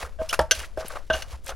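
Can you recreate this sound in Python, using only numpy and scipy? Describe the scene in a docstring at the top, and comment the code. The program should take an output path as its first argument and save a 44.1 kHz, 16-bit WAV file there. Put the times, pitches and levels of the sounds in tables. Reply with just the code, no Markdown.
"""Pounding salad in a clay mortar

Close by, a wooden pestle thuds through shredded salad and sets the clay bowl ringing.
A spoon scrapes and squeaks along the wall, clacks hard against it once and taps it lightly later.
The wet shreds squelch and pop between the blows, and the kitchen counter bumps softly underneath."""
import sys
import numpy as np
from scipy import signal
from scipy.fft import rfft, irfft, next_fast_len
from scipy.io import wavfile
from scipy.ndimage import uniform_filter1d

SR = 44100
rng = np.random.default_rng(int(sys.argv[2]) if len(sys.argv) > 2 else 0)


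def generate_wav(sig):
    """Save sig (samples, or channels by samples) to the path in sys.argv[1] as 16-bit PCM at SR."""
    pcm = np.round(np.clip(np.atleast_2d(sig).T, -1, 1) * 32767).astype(np.int16)
    wavfile.write(sys.argv[1], SR, pcm)


N = 68355
T = np.arange(N) / SR

# Pestle blows. Each row: start in seconds, ring in dB, rise in seconds, brightness in Hz,
# thud in dB, knock in dB, wet slap in dB.
PESTLE_BLOWS = [(.187, -17, .022, 580, -39, -55, -46), (.391, -17, 0.002, 1130, -30.5, -13, -28),
                (.7725, -20.5, 0.0027, 700, -23.5, -39, -49),
                (1.0995, -16, 0.0049, 1790, -23.5, -35.5, -22)]
# The spoon hits the wall. Each row: start in seconds, crack in dB, ring in dB.
SPOON_CLACKS = [(.5103, -13.5, -12.5), (0.5161, -14.5, -15), (0.857, -59, -43.5), (1.2215, -32, -36),
                (1.4917, -34.5, -36)]
# Scrapes. Each row: start and length in seconds, rasp in dB, ring in dB, lowest pitch in Hz.
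SPOON_SCRAPES = [(0.2893, 0.0057, -34.5, -32.5, 2580), (0.302, 0.0076, -38, -54, 2600),
                 (0.328, 0.017, -22, -45, 537), (0.551, 0.0049, -35.5, -35, 2500),
                 (0.592, 0.01, -35.5, -45, 1420), (1.128, 0.016, -45, -27.5, 1450),
                 (1.154, 0.013, -46, -43, 1860)]
# Squeaks. Each row: start and length in seconds, first and last pitch in Hz, level in dB,
# dB of the octave compared with the main tone.
SPOON_SQUEAKS = [(0.291, 0.002, 2662, 2690, -37.5, 12), (0.296, 0.016, 2760, 3150, -31, -17),
                 (0.328, 0.0131, 2282, 2633, -27.5, -13.5)]
# Popping shreds. Each row: start and length in seconds, level in dB, lowest and highest pitch in Hz.
WET_POPS = [(.025, 0.0054, -31.5, 404, 1950), (.215, 0.0031, -28, 254, 726), (0.412, .003, -41, 5960, 9300),
            (0.63, 0.017, -39.5, 1100, 2360), (0.803, 0.012, -45.5, 3530, 6100),
            (.846, 0.0059, -38, 230, 650), (0.8812, 0.0018, -33.5, 9230, 11900),
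            (0.898, 0.014, -38, 1050, 1590), (0.9195, .001, -42, 3500, 8000),
            (0.955, 0.017, -34.5, 500, 1550), (1.137, 0.012, -34.5, 150, 1200),
            (1.2222, 0.0011, -32, 1970, 2740), (1.443, .001, -47.5, 7030, 12000),
            (1.462, 0.00071, -36.5, 6000, 12100), (1.4678, 0.0018, -39, 1010, 4000),
            (1.479, .001, -39.5, 4930, 12000), (1.4913, 0.0023, -31, 640, 1480),
            (1.519, 0.007, -36, 510, 1300)]
# Bumps of the counter. Each row: start in seconds, level in dB.
COUNTER_BUMPS = [(0.029, -30), (0.191, -29.5), (0.396, -21.5), (.57, -30), (0.771, -31.5), (1.104, -28),
                 (1.136, -28), (1.328, -27), (1.522, -35.5)]

# Ringing tones. Each row: pitch in Hz, level in dB, seconds to fade by 60 dB (called t60).
BOWL_TONES = [(638, 0, .18), (1530, -1, .06), (1571, -2, .085), (2867, 0, .075), (3185, -9, .08),
              (3464, -10, .075), (4054, -11, .08), (4419, -8, .08), (4968, -10, .075), (5702, -10, .075),
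              (6175, -1, .05), (6318, -7, .06)]  # the clay bowl
ROCKING_TONES = [(124, -24.5, 0.14), (162, -22, 0.24), (524.7, -12.5, 0.15), (605, -11, 0.22),
                 (820, -8.5, 0.12), (836, -9, 0.064), (898, -10.5, 0.2), (933, -19.5, 0.27),
                 (1140, -16.5, 0.15), (1330, -15, .12)]  # the mortar rocking on the counter

# Loudness over time. Each row: time in seconds, level in dB.
MASH_LEVELS = [(0, -41), (.05, -38), (.10, -55), (.175, -67), (.23, -43.5), (.28, -55), (.32, -45.5),
               (.43, -60), (.49, -55), (.59, -43.5), (.645, -45), (.68, -57), (.76, -68), (.81, -34.5),
               (.875, -54.5), (.91, -43.5), (.97, -42.5), (1.0, -50.5), (1.09, -74), (1.14, -32),
               (1.21, -45.5), (1.285, -57.5), (1.34, -44.5), (1.42, -71), (1.505, -35.5), (1.55, -58)]  # squelching mash
JUICE_LEVELS = [(0, -41.5), (.03, -42.5), (.09, -61), (.18, -70), (.22, -49), (.28, -56), (.36, -42),
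                (.385, -80), (.415, -46.5), (.49, -69), (.53, -40.5), (.605, -40), (.655, -46.5),
                (.68, -64.5), (.76, -63), (.81, -40.5), (.835, -57.5), (.865, -45), (.92, -47.5),
                (.97, -49), (1.0, -61.5), (1.095, -66), (1.14, -40), (1.18, -39), (1.27, -61),
                (1.33, -46.5), (1.41, -71), (1.44, -62.5), (1.49, -39.5), (1.55, -63)]  # crackling juice

# Tone colours: how strong the lows and highs are. Each row: frequency in Hz, level in dB.
THUD_COLOUR = [(100, -13.5), (230, -30), (340, -6), (520, 5), (800, -6), (1500, -21), (3000, -36),
               (12000, -44.5)]  # pestle cushioned by food
SLAP_COLOUR = [(300, -1.5), (800, 0), (1600, 1), (2200, -16), (3300, 0), (4400, -31), (6300, -28),
               (12000, -46)]  # pestle slapping wet shreds
KNOCK_COLOUR = [(120, -12), (230, -12), (320, 4.5), (430, -17), (540, 4), (740, -0.5), (900, 4.5),
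                (1100, -7.5), (1650, 1), (2300, -21), (4400, -21.5), (5150, -14), (6200, -32),
                (11000, -27.5), (16000, -50)]  # pestle reaching the clay
CRACK_COLOUR = [(150, -39), (350, -1.5), (520, 5.5), (820, -10.5), (1100, -1.5), (2500, 2.5), (6300, -2),
                (7300, -9), (9000, -14.5), (11000, -4.5), (13000, -22), (16000, -27)]  # spoon striking the wall
RASP_COLOUR = [(500, 3.5), (900, 1), (1450, 8), (2000, -4.5), (3000, -7.5), (5500, -6.5), (8000, -14),
               (10800, -8), (13500, -24.5), (15500, -25)]  # spoon scraping the wall
MASH_COLOUR = [(150, -21), (350, -13), (540, 4), (850, -3), (1300, -2), (1800, -8), (2800, -27.5),
               (5000, -31)]  # squelching mash
JUICE_COLOUR = [(1200, -1.5), (2300, 8.5), (3500, 5), (5700, 3.5), (7500, 0), (9000, -3.5), (11000, 0.5),
                (12200, -4.5), (13500, -36), (15500, -9.5)]  # crackling juice
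BACKGROUND_COLOUR = [(20, -5.5), (40, -6), (65, -5), (110, -16.5), (220, -27.5), (600, -29.5), (1500, -59),
                     (5000, -47.5), (11000, -56.5), (16000, -66)]  # steady low noise
CONTACT_WIDTH = [(100, -21), (300, -29), (650, -29.5), (1400, -21), (2800, -16), (5600, -14), (9000, -7.5),
                 (16000, -10)]  # stereo spread of pestle and spoon
SCATTER_WIDTH = [(300, -29), (1500, -45), (4500, -20), (6500, -9), (9000, -6), (16000, -3)]  # sound from all around the bowl

THUD_T60_S, SLAP_T60_S, KNOCK_T60_S, CRACK_T60_S, POP_T60_S = 0.048, 0.091, 0.015, 0.036, 0.026
RATTLE_DB, RATTLE_T60_S = -6, 0.094  # the struck mortar rattles on
SMOTHER_AFTER_S, SMOTHER_T60_S = 0.065, 0.12  # food pressed on the wall smothers the ring
SLIPS_PER_S, MASH_GRAINS_PER_S, JUICE_GRAINS_PER_S = 2000, 1600, 4000
BUMP_HZ, BUMP_RISE_S, BUMP_T60_S = 63.5, 0.0106, 0.17
ROOM_DB, ROOM_SIDE_DB, ROOM_T60_S = -22.5, -33.5, 0.21
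BACKGROUND_DB, RUMBLE_HZ, CUTOFF_HZ = -48, 23.7, 16000
RUMBLE_LEFT_DB, RUMBLE_RIGHT_DB = -37, -45


def pestle():
    """Food softens most blows to a thud, a slap and a low ring; one that reaches the clay knocks hard."""
    out = 0
    for start, ring_db, rise, bright_hz, thud_db, knock_db, slap_db in PESTLE_BLOWS:
        bowl = ring(BOWL_TONES, start, rise, lambda hz: 1 / np.sqrt(1 + (hz / bright_hz) ** 6))
        thud = amp(thud_db) * even_noise(THUD_COLOUR) * envelope(start, rise, THUD_T60_S)
        slap = amp(slap_db) * even_noise(SLAP_COLOUR) * envelope(start, 0.0015, SLAP_T60_S)
        strike = envelope(start, rise, KNOCK_T60_S, hold=0.0012)
        rattle = amp(RATTLE_DB) * envelope(start, rise, RATTLE_T60_S)
        knock = even_noise(KNOCK_COLOUR) * (strike + rattle)
        rocking = ring(ROCKING_TONES, start, rise)
        blow = amp(ring_db) * bowl + thud + slap + amp(knock_db) * (knock + rocking)
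        out += blow * envelope(start, 1 / SR, SMOTHER_T60_S, hold=SMOTHER_AFTER_S)
    return out


def spoon_clacks():
    """The light spoon hits with a crack, rings mostly the high tones, then rests and damps them."""
    out = 0
    for start, crack_db, ring_db in SPOON_CLACKS:
        crack = even_noise(CRACK_COLOUR) * envelope(start, 0.00031, CRACK_T60_S, hold=0.00067)
        bowl = ring(BOWL_TONES, start, 0.00039, lambda hz: 1 / np.sqrt(1 + (1800 / hz) ** 4))
        damping = envelope(start, 1 / SR, t60=0.33)
        out += amp(crack_db) * crack + amp(ring_db) * bowl * damping
    return out


def spoon_scrapes():
    """Quick little slips along the rough wall rasp and keep the bowl ringing."""
    out = 0
    wall = keep_band(ring(BOWL_TONES, start=0, rise=0.00023), 3300, "low")
    for start, length, rasp_db, ring_db, low_hz in SPOON_SCRAPES:
        slips = grains(SLIPS_PER_S, spread_db=2.0)
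        stroke = envelope(start, 0.00035, t60=0.033, hold=length)
        rasp = unit(keep_band(colour(slips, RASP_COLOUR), low_hz, "high", order=4))
        slip_ring = keep_band(wall, low_hz, "high", order=5)
        bowl = signal.fftconvolve(slips * stroke, slip_ring / np.linalg.norm(slip_ring))[:N]
        out += amp(rasp_db) * rasp * stroke + amp(ring_db) * bowl
    return out


def spoon_squeaks():
    """The spoon sticks and slips, making a rough rising tone and its octave."""
    out = 0
    for start, length, first_hz, last_hz, db, octave_db in SPOON_SQUEAKS:
        glide_hz = np.interp(T, [start, start + length], [first_hz, last_hz])
        hz = glide_hz * (1 + 0.049 * wobble(per_s=1500))
        phase = 2 * np.pi * np.cumsum(hz) / SR
        tone = np.sin(phase) + amp(octave_db) * np.sin(2 * phase)
        out += amp(db) * tone * envelope(start, 0.0023, t60=0.014, hold=length)
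    return out


def wet_salad():
    """Small wet pockets close in the mash and ring briefly, under a fine crackle of juice."""
    pockets = 0
    for hz in np.geomspace(300, 3000, num=16):
        b, a = signal.iirpeak(hz, Q=7.0, fs=SR)
        closings = grains(MASH_GRAINS_PER_S / 16, spread_db=1.0) + 1e-18
        pockets += unit(signal.lfilter(b, a, closings)) * np.sqrt(hz)
    hiss = amp(-13.5) * rng.standard_normal(N)
    mash = unit(colour(unit(pockets) + hiss, MASH_COLOUR))
    crackle = grains(JUICE_GRAINS_PER_S, spread_db=2.5)
    clumps = unit(amp(2.5 * wobble(per_s=95)))  # the crackle comes in small bunches
    juice = unit(colour(crackle * clumps, JUICE_COLOUR))
    mash_db = np.interp(T, *np.transpose(MASH_LEVELS))
    juice_db = np.interp(T, *np.transpose(JUICE_LEVELS))
    return amp(mash_db) * mash + amp(juice_db) * juice


def wet_pops():
    """Single shreds squish or snap, each a short burst of low or high noise."""
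    out = 0
    for start, length, db, low_hz, high_hz in WET_POPS:
        fizz = unit(keep_band(rng.standard_normal(N), [low_hz, high_hz], "band"))
        out += amp(db) * fizz * envelope(start, 0.00031, POP_T60_S, hold=length)
    return out


def counter():
    """Each push sways the counter for a few slow swings."""
    out = 0
    for start, db in COUNTER_BUMPS:
        sway = np.sin(2 * np.pi * BUMP_HZ * (T - start))
        out += amp(db) * sway * envelope(start, BUMP_RISE_S, BUMP_T60_S)
    return out


def kitchen_echo(x):
    """The room answers with a short spray of fading echoes, without bass."""
    echoes = rng.standard_normal(N) * envelope(start=0.018, rise=0.006, t60=ROOM_T60_S)
    tail = signal.fftconvolve(x, echoes / np.linalg.norm(echoes))[:N]
    return keep_band(tail, 600, "high")


def background():
    """A faint, steady, low noise."""
    return amp(BACKGROUND_DB) * unit(colour(rng.standard_normal(N), BACKGROUND_COLOUR))


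def rumble():
    """A very deep rumble, stronger on the left."""
    noise = unit(keep_band(rng.standard_normal((2, N)), RUMBLE_HZ, "low"))
    return amp([[RUMBLE_LEFT_DB], [RUMBLE_RIGHT_DB]]) * noise


def ring(tones, start, rise, weight=lambda hz: 1):
    """Fading tones after one hit; weight says how strongly the hit wakes each pitch."""
    out = 0
    for hz, db, t60 in tones:
        tone = np.sin(2 * np.pi * (hz * (T - start) + rng.random()))
        out += amp(db) * weight(hz) * envelope(start, rise, t60) * tone
    return out


def envelope(start, rise, t60, hold=0):
    """Loudness that climbs, holds, then fades by 60 dB every t60 seconds."""
    t = T - start
    return np.clip(t / rise, 0, 1) * amp(-60 * np.maximum(t - rise - hold, 0) / t60)


def even_noise(points):
    """Coloured noise held at a steady level, like many close tones ringing together."""
    x = colour(rng.standard_normal(N), points)
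    return x / np.sqrt(uniform_filter1d(x ** 2, size=256) + 1e-12)


def grains(per_s, spread_db):
    """Random clicks of uneven size."""
    sizes = amp(spread_db * np.minimum(rng.exponential(1, N), 4))
    signs = rng.choice([-1, 1], N)
    return unit(sizes * signs * (rng.random(N) < per_s / SR))


def wobble(per_s):
    """Random values joined by straight lines."""
    return np.interp(T * per_s, np.arange(N), rng.standard_normal(N))


def colour(x, points):
    """Give a sound a tone colour."""
    size = 2 * next_fast_len(N)
    cepstrum = irfft(np.log(curve_gains(points, size)))
    # Fold the filter forward in time so nothing sounds early (minimum phase).
    cepstrum[1:size // 2] *= 2
    cepstrum[size // 2 + 1:] = 0
    return irfft(rfft(x, size) * np.exp(rfft(cepstrum)))[..., :N]


def curve_gains(points, size):
    """Turn rows of Hz and dB into a gain for each frequency in a sound of size samples."""
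    hz, db = np.transpose(points)
    log_hz = np.log(np.fft.rfftfreq(size, 1 / SR) + 1)
    return amp(np.interp(log_hz, np.log(hz), db))


def keep_band(x, hz, kind, order=2):
    """Let the lows, the highs or a band between them through."""
    return signal.sosfilt(signal.butter(order, hz, kind, fs=SR, output="sos"), x)


def amp(db):
    """Turn decibels into a number to multiply by."""
    return 10 ** (np.asarray(db) / 20)


def unit(x):
    """Scale to an average (rms) level of 1."""
    return x / np.sqrt(np.mean(x ** 2) + 1e-20)


def scene():
    """The mortar sits in the middle; a side signal spreads its sounds to the left and right."""
    contacts = pestle() + spoon_clacks() + spoon_scrapes() + spoon_squeaks()
    near = contacts + wet_salad() + wet_pops()
    middle = near + amp(ROOM_DB) * kitchen_echo(near) + counter() + background()
    # A quarter-cycle shift (1j) widens the sound without pulling it to one side.
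    spread = irfft(1j * rfft(contacts) * curve_gains(CONTACT_WIDTH, N), N)
    scatter = colour(wet_salad() + spoon_scrapes() + spoon_clacks() + wet_pops(), SCATTER_WIDTH)
    side = spread + scatter + amp(ROOM_SIDE_DB) * kitchen_echo(contacts)
    return np.array([middle + side, middle - side]) + rumble()


def record(dry):
    """Round off the loudest peaks and cut the very highest treble."""
    rounded = 0.9 * np.tanh(dry / 0.9)
    return signal.sosfilt(signal.ellip(10, 0.2, 90, CUTOFF_HZ, fs=SR, output="sos"), rounded)


dry = scene()
out = record(dry)
generate_wav(out)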